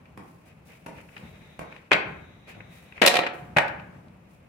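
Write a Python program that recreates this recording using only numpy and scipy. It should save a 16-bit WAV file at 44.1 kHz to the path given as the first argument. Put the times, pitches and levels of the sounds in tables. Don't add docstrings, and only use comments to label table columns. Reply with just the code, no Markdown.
import sys
import numpy as np
from scipy import signal
from scipy.fft import rfft, irfft, next_fast_len
from scipy.io import wavfile

SR = 44100
rng = np.random.default_rng(int(sys.argv[2]) if len(sys.argv) > 2 else 0)


def store_wav(level_fs):
    pcm = np.round(np.clip(np.atleast_2d(level_fs), -1, 1) * 32767)
    wavfile.write(sys.argv[1], SR, pcm.T.astype(np.int16))


N = 197610
TIME = np.arange(N) / SR


# t/s, level/dB, thud/dB, body/dB, hardness/dB, left minus right/dB
BOARD_KNOCKS = [ (1.9101, -13, 11.5, -15, -20, -6), (1.9156, 2, 0.5, 0, -17, 3),
                (1.926, -6, 1, -15.5, -8.5, -16), (1.931, -2.5, 3.5, -16, 3, -0.5),
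                (1.942, -7.5, 8, -19, -21, -1), (3.0162, -6.5, 13.5, 9.5, 12, .5),
                (3.019, 1.5, 5.5, -4, 6, 8), (3.0284, -3, 5, 7.5, 4.5, 1),
                (3.038, -10.5, 13.5, 13.5, 14.5, -3), (3.049, -6.5, -7, 3, -0.5, 11.5),
                (3.062, -1.5, -3, 4, 29, 1.5), (3.0652, -7.5, 3, 10.5, 20, -2),
                (3.0688, -10.5, 7.5, 4, 13.5, -8), (3.0747, 1, -6, 0, 20.5, -7),
                (3.080, -5, -8, -1, 22.5, 1), (3.1405, -10.5, 3.5, 9, 13.5, -6.5),
                (3.154, -8.5, 3, 11, 14, -4.5), (3.167, -3, -8, -8, 9.5, -3.5),
                (3.189, -6, 9.5, 8.5, 4.5, -3), (3.234, -12.5, -3.5, 3, -9, -4),
                (3.265, -9.5, -8, -3.5, -3, -2.5), (3.5638, -13, 14, 8.5, -1.5, 2.5),
                (3.5682, -2, -3.5, 1, -1, -2.5), (3.5701, -3.5, 3, 3.5, 1.5, 1),
                (3.584, -0.5, 1.5, 0, 3.5, -4), ]
# f/Hz, level/dB
KNOCK_TONE = [(40, -39), (90, -16), (170, -10), (340, -6.5), (650, -1), (1300, -3.5), (1900, -2),
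              (2600, -2), (3600, -11.5), (6000, -28), (11000, -36), (16000, -45.5)]
KNOCK_T60_S = 0.04
HALF_LENGTH_DB = 55.5


def board():
    out = np.zeros((2, N))
    for s, db, thud_db, body_db, hard_db, pan_db in BOARD_KNOCKS:
        knock_db = support_at(s)[0]
        weight = [(60, -3.5), (190, thud_db), (600, body_db), (1400, knock_db), (2500, 0.5)]
        t60 = KNOCK_T60_S * 2 ** (-hard_db / HALF_LENGTH_DB)
        blow = contact(t60, snap_db=12.0 + 0.71 * db)
        knock = coloured(blow, KNOCK_TONE, weight, knock_hardness(s, hard_db))
        add(out, s, knock * from_db([[db + pan_db / 2], [db - pan_db / 2]]))
    return out


CLACK_SHARE = 0.63


def knock_hardness(s, hard_db):
    clack_db = support_at(s)[1]
    return hardness(clack_db + CLACK_SHARE * hard_db, hard_db)


# from t/s, knock level near 1.4 kHz/dB, clack level near 4 kHz/dB,
# deck ring level/dB, extra damping/(dB per s)
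BOARD_SUPPORT = [(0, -0.5, 4, -38, 80.5), (2.95, -2.5, -1, -37.5, 10.5), (3.5, 4.5, -5, -34, 168)]


def support_at(s):
    return [row[1:] for row in BOARD_SUPPORT if row[0] <= s][-1]


# f/Hz, level/dB, t60/s (before the extra damping)
DECK_MODES = [(160.8, -16, 0.067), (195.2, -7.5, 0.12), (337.2, -10.5, 0.9), (381, -11.5, 0.18),
              (552, 5, 0.22), (582, 0, 0.24), (724, -1.5, 0.88), (786.7, -14.5, 0.26), (1077, -7, 0.059),
              (1176, -15.5, 0.65), (1319, -1.5, 0.41), (1805, -7.5, 0.22), (1870, 2, 0.34),
              (2006, 1.5, .18), (2420, 9, 0.074), (2440, -9.5, 0.16), (2440, -12, 0.14), (3010, -10, 0.091),
              (3530, -16, 0.39), (3650, -12, 0.18), (3850, -12, 0.31), (4070, -5, 0.19), (6300, -21, 0.14),
              (7970, -17, 0.072)]
RING_FOLLOWS_BODY, RING_FOLLOWS_HARDNESS = .6, .6


def deck_ring(detune):
    t = TIME[:SR // 2]
    hz, mode_db, t60 = np.transpose(DECK_MODES)[:, :, None]
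    decay = from_db(mode_db - 60 * t / t60)
    decay[1::2] *= -1
    out = np.zeros((2, N))
    for s, db, _, body_db, hard_db, _ in BOARD_KNOCKS:
        _, _, ring_db, damping = support_at(s)
        blow_hz = hz * (1 + detune * rng.standard_normal(hz.shape))
        modes = decay * np.sin(2 * np.pi * blow_hz * t)
        lift = knock_hardness(s, RING_FOLLOWS_HARDNESS * hard_db)
        share_db = at_hz(lift, hz.T)[0]
        level_db = ring_db + db + RING_FOLLOWS_BODY * body_db - damping * t
        add(out, s, from_db(share_db) @ modes * from_db(level_db))
    return coloured(out, [(40, -19.5), (140, 4)])


def landing_thump(s, hz, db, t60):
    t = TIME[:SR // 2]
    out = np.zeros((2, N))
    add(out, s, from_db(db - 60 * t / t60) * np.sin(2 * np.pi * hz * t) * np.ones((2, 1)))
    return out


# t/s, level/dB, hardness/dB
TRUCK_TICKS = [(0.056, -43.5, 5), (0.984, -32.5, -7), (1.003, -36, 1), (1.088, -37, 0), (1.165, -24.5, 2),
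               (1.178, -34.5, 13), (1.723, -30, 0), (1.763, -32, 5), (2.547, -36.5, -0.5),
               (2.604, -27, -14), (2.923, -31.5, -0.5), (2.978, -25, -5.5), (2.997, -32, -6.5),
               (3.68, -27.5, 13.5), (3.796, -31.5, 3.5), (4.082, -60.5, 26.5)]
# f/Hz, level/dB
TICK_TONE = [(100, -2), (600, -12), (1500, -4.5), (2100, -1.5), (2550, 2.5), (3300, -15.5), (6000, -32.5),
             (15000, -43.5)]
TICK_T60_S = 0.041


def trucks():
    out = np.zeros((2, N))
    for s, db, hard_db in TRUCK_TICKS:
        blow = contact(TICK_T60_S, snap_db=9.0)
        tick = coloured(blow, TICK_TONE, hardness(hard_db, hard_db))
        add(out, s, from_db(db) * tick)
    return out


# t/s, level/dB, thud/dB
SHOE_PATS = [(0.1748, -28.5, 4), (0.8621, -22.5, -6), (1.592, -21.5, 0.5)]
# f/Hz, level/dB
PAT_TONE = [(50, -5), (160, 7.5), (330, -1), (600, -1), (1050, 1.5), (1500, -9), (2500, -7.5), (3600, -22),
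            (7000, -26), (11000, -23), (16000, -37)]
PAT_T60_S = 0.053


def shoes():
    out = np.zeros((2, N))
    for s, db, thud_db in SHOE_PATS:
        weight = [(60, 0), (190, thud_db), (500, 0)]
        slap = contact(PAT_T60_S, snap_db=13, rise_s=.0012)
        add(out, s, from_db(db) * coloured(slap, PAT_TONE, weight))
    return out


# start t/s, attack/s, release/s, hiss level/dB
HAND_RUBS = [(.17, 0.12, 0.43, -65.5), (0.422, 0.067, .05, -62.5), (.64, 0.035, .26, -58),
             (.89, 0.077, 0.9, -64), (1.041, .15, .95, -66), (2.46, 0.045, 0.039, -56),
             (2.659, 0.112, 0.25, -58.5), (3.32, 0.027, 0.18, -57.5), (4.24, 0.11, 0.085, -67.5)]
# f/Hz, level/dB
RUB_TONE = [(1200, -0.5), (2500, 0.5), (4200, -0.5), (7000, -1), (11000, 1.5), (13000, -3.5), (16000, -0.5)]


def grip_tape_rub():
    slide = together([swell(*rub) for rub in HAND_RUBS], still_db=-77.5)
    return slide * friction(RUB_TONE, flutter_db=1.7, flutter_hz=200)


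# start t/s, release/s, level/dB
GRIP_SHIFTS = [(.44, 0.066, -57.5), (.66, .2, -51.5), (.93, 0.13, -51), (1.099, .9, -55),
               (1.68, 0.23, -52.5), (2.449, 0.093, -45.5), (2.68, 1, -56.5), (2.92, .15, -51)]
# f/Hz, level/dB
RUSTLE_TONE = [(150, -9.5), (500, 7.5), (1000, -3), (1600, -0.5), (2500, 7), (3300, -7.5), (5000, -15),
               (15000, -29.5)]
GRIP_ATTACK_S = 0.06


def deck_rustle():
    shifts = [swell(s, GRIP_ATTACK_S, release, db) for s, release, db in GRIP_SHIFTS]
    grip = together(shifts, still_db=-66.5)
    return grip * friction(RUSTLE_TONE, flutter_db=1.5, flutter_hz=69.7)


# start t/s, release/s, level/dB
BOARD_SWAYS = [(-.04, 1, -53.5), (.9, 0.13, -47), (1.14, 0.53, -46), (2.02, 0.47, -43.5), (2.52, 0.56, -47),
               (3.359, 0.94, -45.5), (3.62, 0.58, -43), (3.891, 0.17, -45.5)]
# f/Hz, level/dB
RUMBLE_TONE = [(20, -27), (45, -11.5), (70, -2), (110, -2.5), (170, 2), (260, -8.5), (400, -15), (600, -13),
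               (1200, -20), (2600, -31), (4000, -41.5), (16000, -50)]
SWAY_ATTACK_S = 0.06


def sway_rumble():
    swings = [swell(s, SWAY_ATTACK_S, release, db) for s, release, db in BOARD_SWAYS]
    sway = together(swings, still_db=-54.5)
    return sway * friction(RUMBLE_TONE, flutter_db=1.0, flutter_hz=24.33)


# start t/s, stop t/s, level/dB
WHEEL_SPINS = [(1.203, 1.805, -61.5), (1.932, 3.023, -62)]
# f/Hz, level/dB
SPIN_TONE = [(800, -17), (2100, 9.5), (3000, -3), (3500, 2.5), (3850, 10.5), (4250, -16), (4900, -25.5),
             (5800, -10.5), (6700, -10.5), (8000, -40), (16000, -29.5)]
SPIN_UP_S, RUN_DOWN_DB_PER_S, SPIN_STOP_S = 0.04, 1, 0.03


def wheel():
    gain = 0
    for start, stop, db in WHEEL_SPINS:
        spin_up = np.clip((TIME - start) / SPIN_UP_S, 0, 1)
        not_stopped = np.clip((stop - TIME) / SPIN_STOP_S, 0, 1)
        run_down = from_db(db - RUN_DOWN_DB_PER_S * (TIME - start))
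        gain = gain + spin_up * not_stopped * run_down
    return gain * friction(SPIN_TONE, flutter_db=2.0, flutter_hz=28)


# f/Hz, t60/s, level/dB
ROOM_ECHO = [(100.6, 0.23, -7.5), (300, 0.84, -7.5), (670, 0.52, -3), (1324, 0.61, -4.5), (2500, 0.51, -8),
             (4500, 0.37, -9), (7900, 0.2, -8), (15000, 0.22, -13.5)]


def basement_echo(first_s, build_s, early_db, early_s):
    t = TIME[:SR]
    spectrum = rfft(even_noise(SR, grain_hz=10))
    hz = np.fft.rfftfreq(SR, 1 / SR)
    edges = np.geomspace(40, 18000, num=19)
    build = np.clip((t - first_s) / build_s, 0, 1)
    onset = build * from_db(early_db * np.exp(-t / early_s))
    echo = 0
    for low, high in zip(edges, edges[1:]):
        t60, db = at_hz(ROOM_ECHO, np.sqrt(low * high))
        band = irfft(spectrum * (hz >= low) * (hz < high), SR)
        band = band * from_db(-60 * t / t60) * onset
        band /= np.linalg.norm(band, axis=1, keepdims=True)
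        echo = echo + band * from_db(db) * np.sqrt(2 * (high - low) / SR)
    return echo


def in_room(x, echo, wet_db):
    source = x.mean(axis=0, keepdims=True)
    return x + from_db(wet_db) * signal.fftconvolve(source, echo, axes=1)[:, :N]


def contact(t60, snap_db, grit_db=3.5, rise_s=0.00086):
    t = TIME[:SR // 5]
    chatter = np.interp(t * 700, np.arange(len(t)), rng.standard_normal(len(t)))
    envelope = from_db(-60 * t / t60) * (1 - np.exp(-t / rise_s))
    burst = even_noise(len(t), grain_hz=101.53) * from_db(grit_db * chatter) * envelope
    burst *= np.linalg.norm(envelope) / np.linalg.norm(burst.mean(axis=0))
    burst[:, 0] += from_db(snap_db)
    return burst


def hardness(clack_db, crack_db):
    return [(2400, 0), (4000, clack_db), (10000, crack_db)]


def friction(colour, flutter_db, flutter_hz):
    knots = rng.standard_normal(N)
    waver = np.interp(TIME * flutter_hz, np.arange(N), knots)
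    x = coloured(stereo_noise(N), colour) * from_db(flutter_db * waver)
    return x / np.std(x)


def swell(start, attack, release, db):
    t = TIME - start
    rise = np.sin(np.pi / 2 * np.clip(t / attack, 0, 1)) ** 2
    return rise * from_db(db - 20 * np.maximum(t - attack, 0) / release)


def together(gains, still_db):
    return np.sqrt(from_db(still_db) ** 2 + sum(g ** 2 for g in gains))


def even_noise(size, grain_hz):
    window = int(SR / grain_hz)
    frames = signal.stft(stereo_noise(size), nperseg=window)[2]
    flat = frames / (np.abs(frames) + 1e-12)
    x = signal.istft(flat, nperseg=window)[1][:, :size]
    return x / np.std(x)


# f/Hz, side minus mid level/dB
STEREO_WIDTH = [(100, -22.5), (190, -13.5), (350, -6), (700, -1.5), (1300, -0.5), (2500, -0.5), (4000, 0),
                (12000, 2)]


def stereo_noise(size):
    mid, side = rng.standard_normal((2, size))
    side = coloured(side, STEREO_WIDTH)
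    even = [(hz, -10 * np.log10(1 + from_db(db) ** 2)) for hz, db in STEREO_WIDTH]
    return coloured(np.array([mid + side, mid - side]), even)


def coloured(x, *spectra):
    length = x.shape[-1]
    size = 2 * next_fast_len(length // 2 + 2048)
    hz = np.abs(np.fft.fftfreq(size, 1 / SR))
    log_gain = np.log(from_db(sum(at_hz(points, hz)[0] for points in spectra)))
    response = np.exp(np.conj(signal.hilbert(log_gain)))[:size // 2 + 1]
    return irfft(rfft(x, size) * response, size)[..., :length]


def at_hz(points, hz):
    known, *columns = np.transpose(points)
    return [np.interp(np.log(hz + 1e-9), np.log(known), c) for c in columns]


def from_db(db):
    return 10 ** (np.asarray(db) / 20)


def add(out, s, sound):
    start = int(np.clip(round(s * SR), 0, N - 1))
    out[:, start:start + sound.shape[-1]] += sound[:, :N - start]


# f/Hz, left minus right level/dB
SIDE_LEAN = [(150, 1.5), (350, -3), (600, -3), (1300, 0.5), (2400, 7), (3700, -2), (6000, -3.5),
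             (11000, 2.5)]


def scene():
    echo = basement_echo(first_s=0.0025, build_s=.014, early_db=-9, early_s=0.012)
    hits = in_room(board() + trucks(), echo, wet_db=2)
    hits += in_room(deck_ring(detune=.008), echo, wet_db=-4)
    hits += in_room(landing_thump(s=3.565, hz=153.2, db=-21.5, t60=0.13), echo, wet_db=-9)
    hits += in_room(shoes(), echo, wet_db=10.5)
    left_db = [(hz, db / 2) for hz, db in SIDE_LEAN]
    right_db = [(hz, -db / 2) for hz, db in SIDE_LEAN]
    ears = np.array([coloured(hits[0], left_db), coloured(hits[1], right_db)])
    handling = grip_tape_rub() + deck_rustle() + sway_rumble() + wheel()
    return ears + handling * from_db([[.7], [-.7]])


LOW_CUT_HZ, CUTOFF_HZ = 38, 16700
CEILING = .88


def record(dry):
    low_cut = signal.butter(2, LOW_CUT_HZ, "high", fs=SR, output="sos")
    top_cut = signal.cheby2(14, 70, CUTOFF_HZ, fs=SR, output="sos")
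    lean = signal.sosfilt(low_cut, dry)
    rounded = CEILING * np.tanh(lean / CEILING)
    return signal.sosfilt(top_cut, rounded)


dry = scene()
out = record(dry)
store_wav(out)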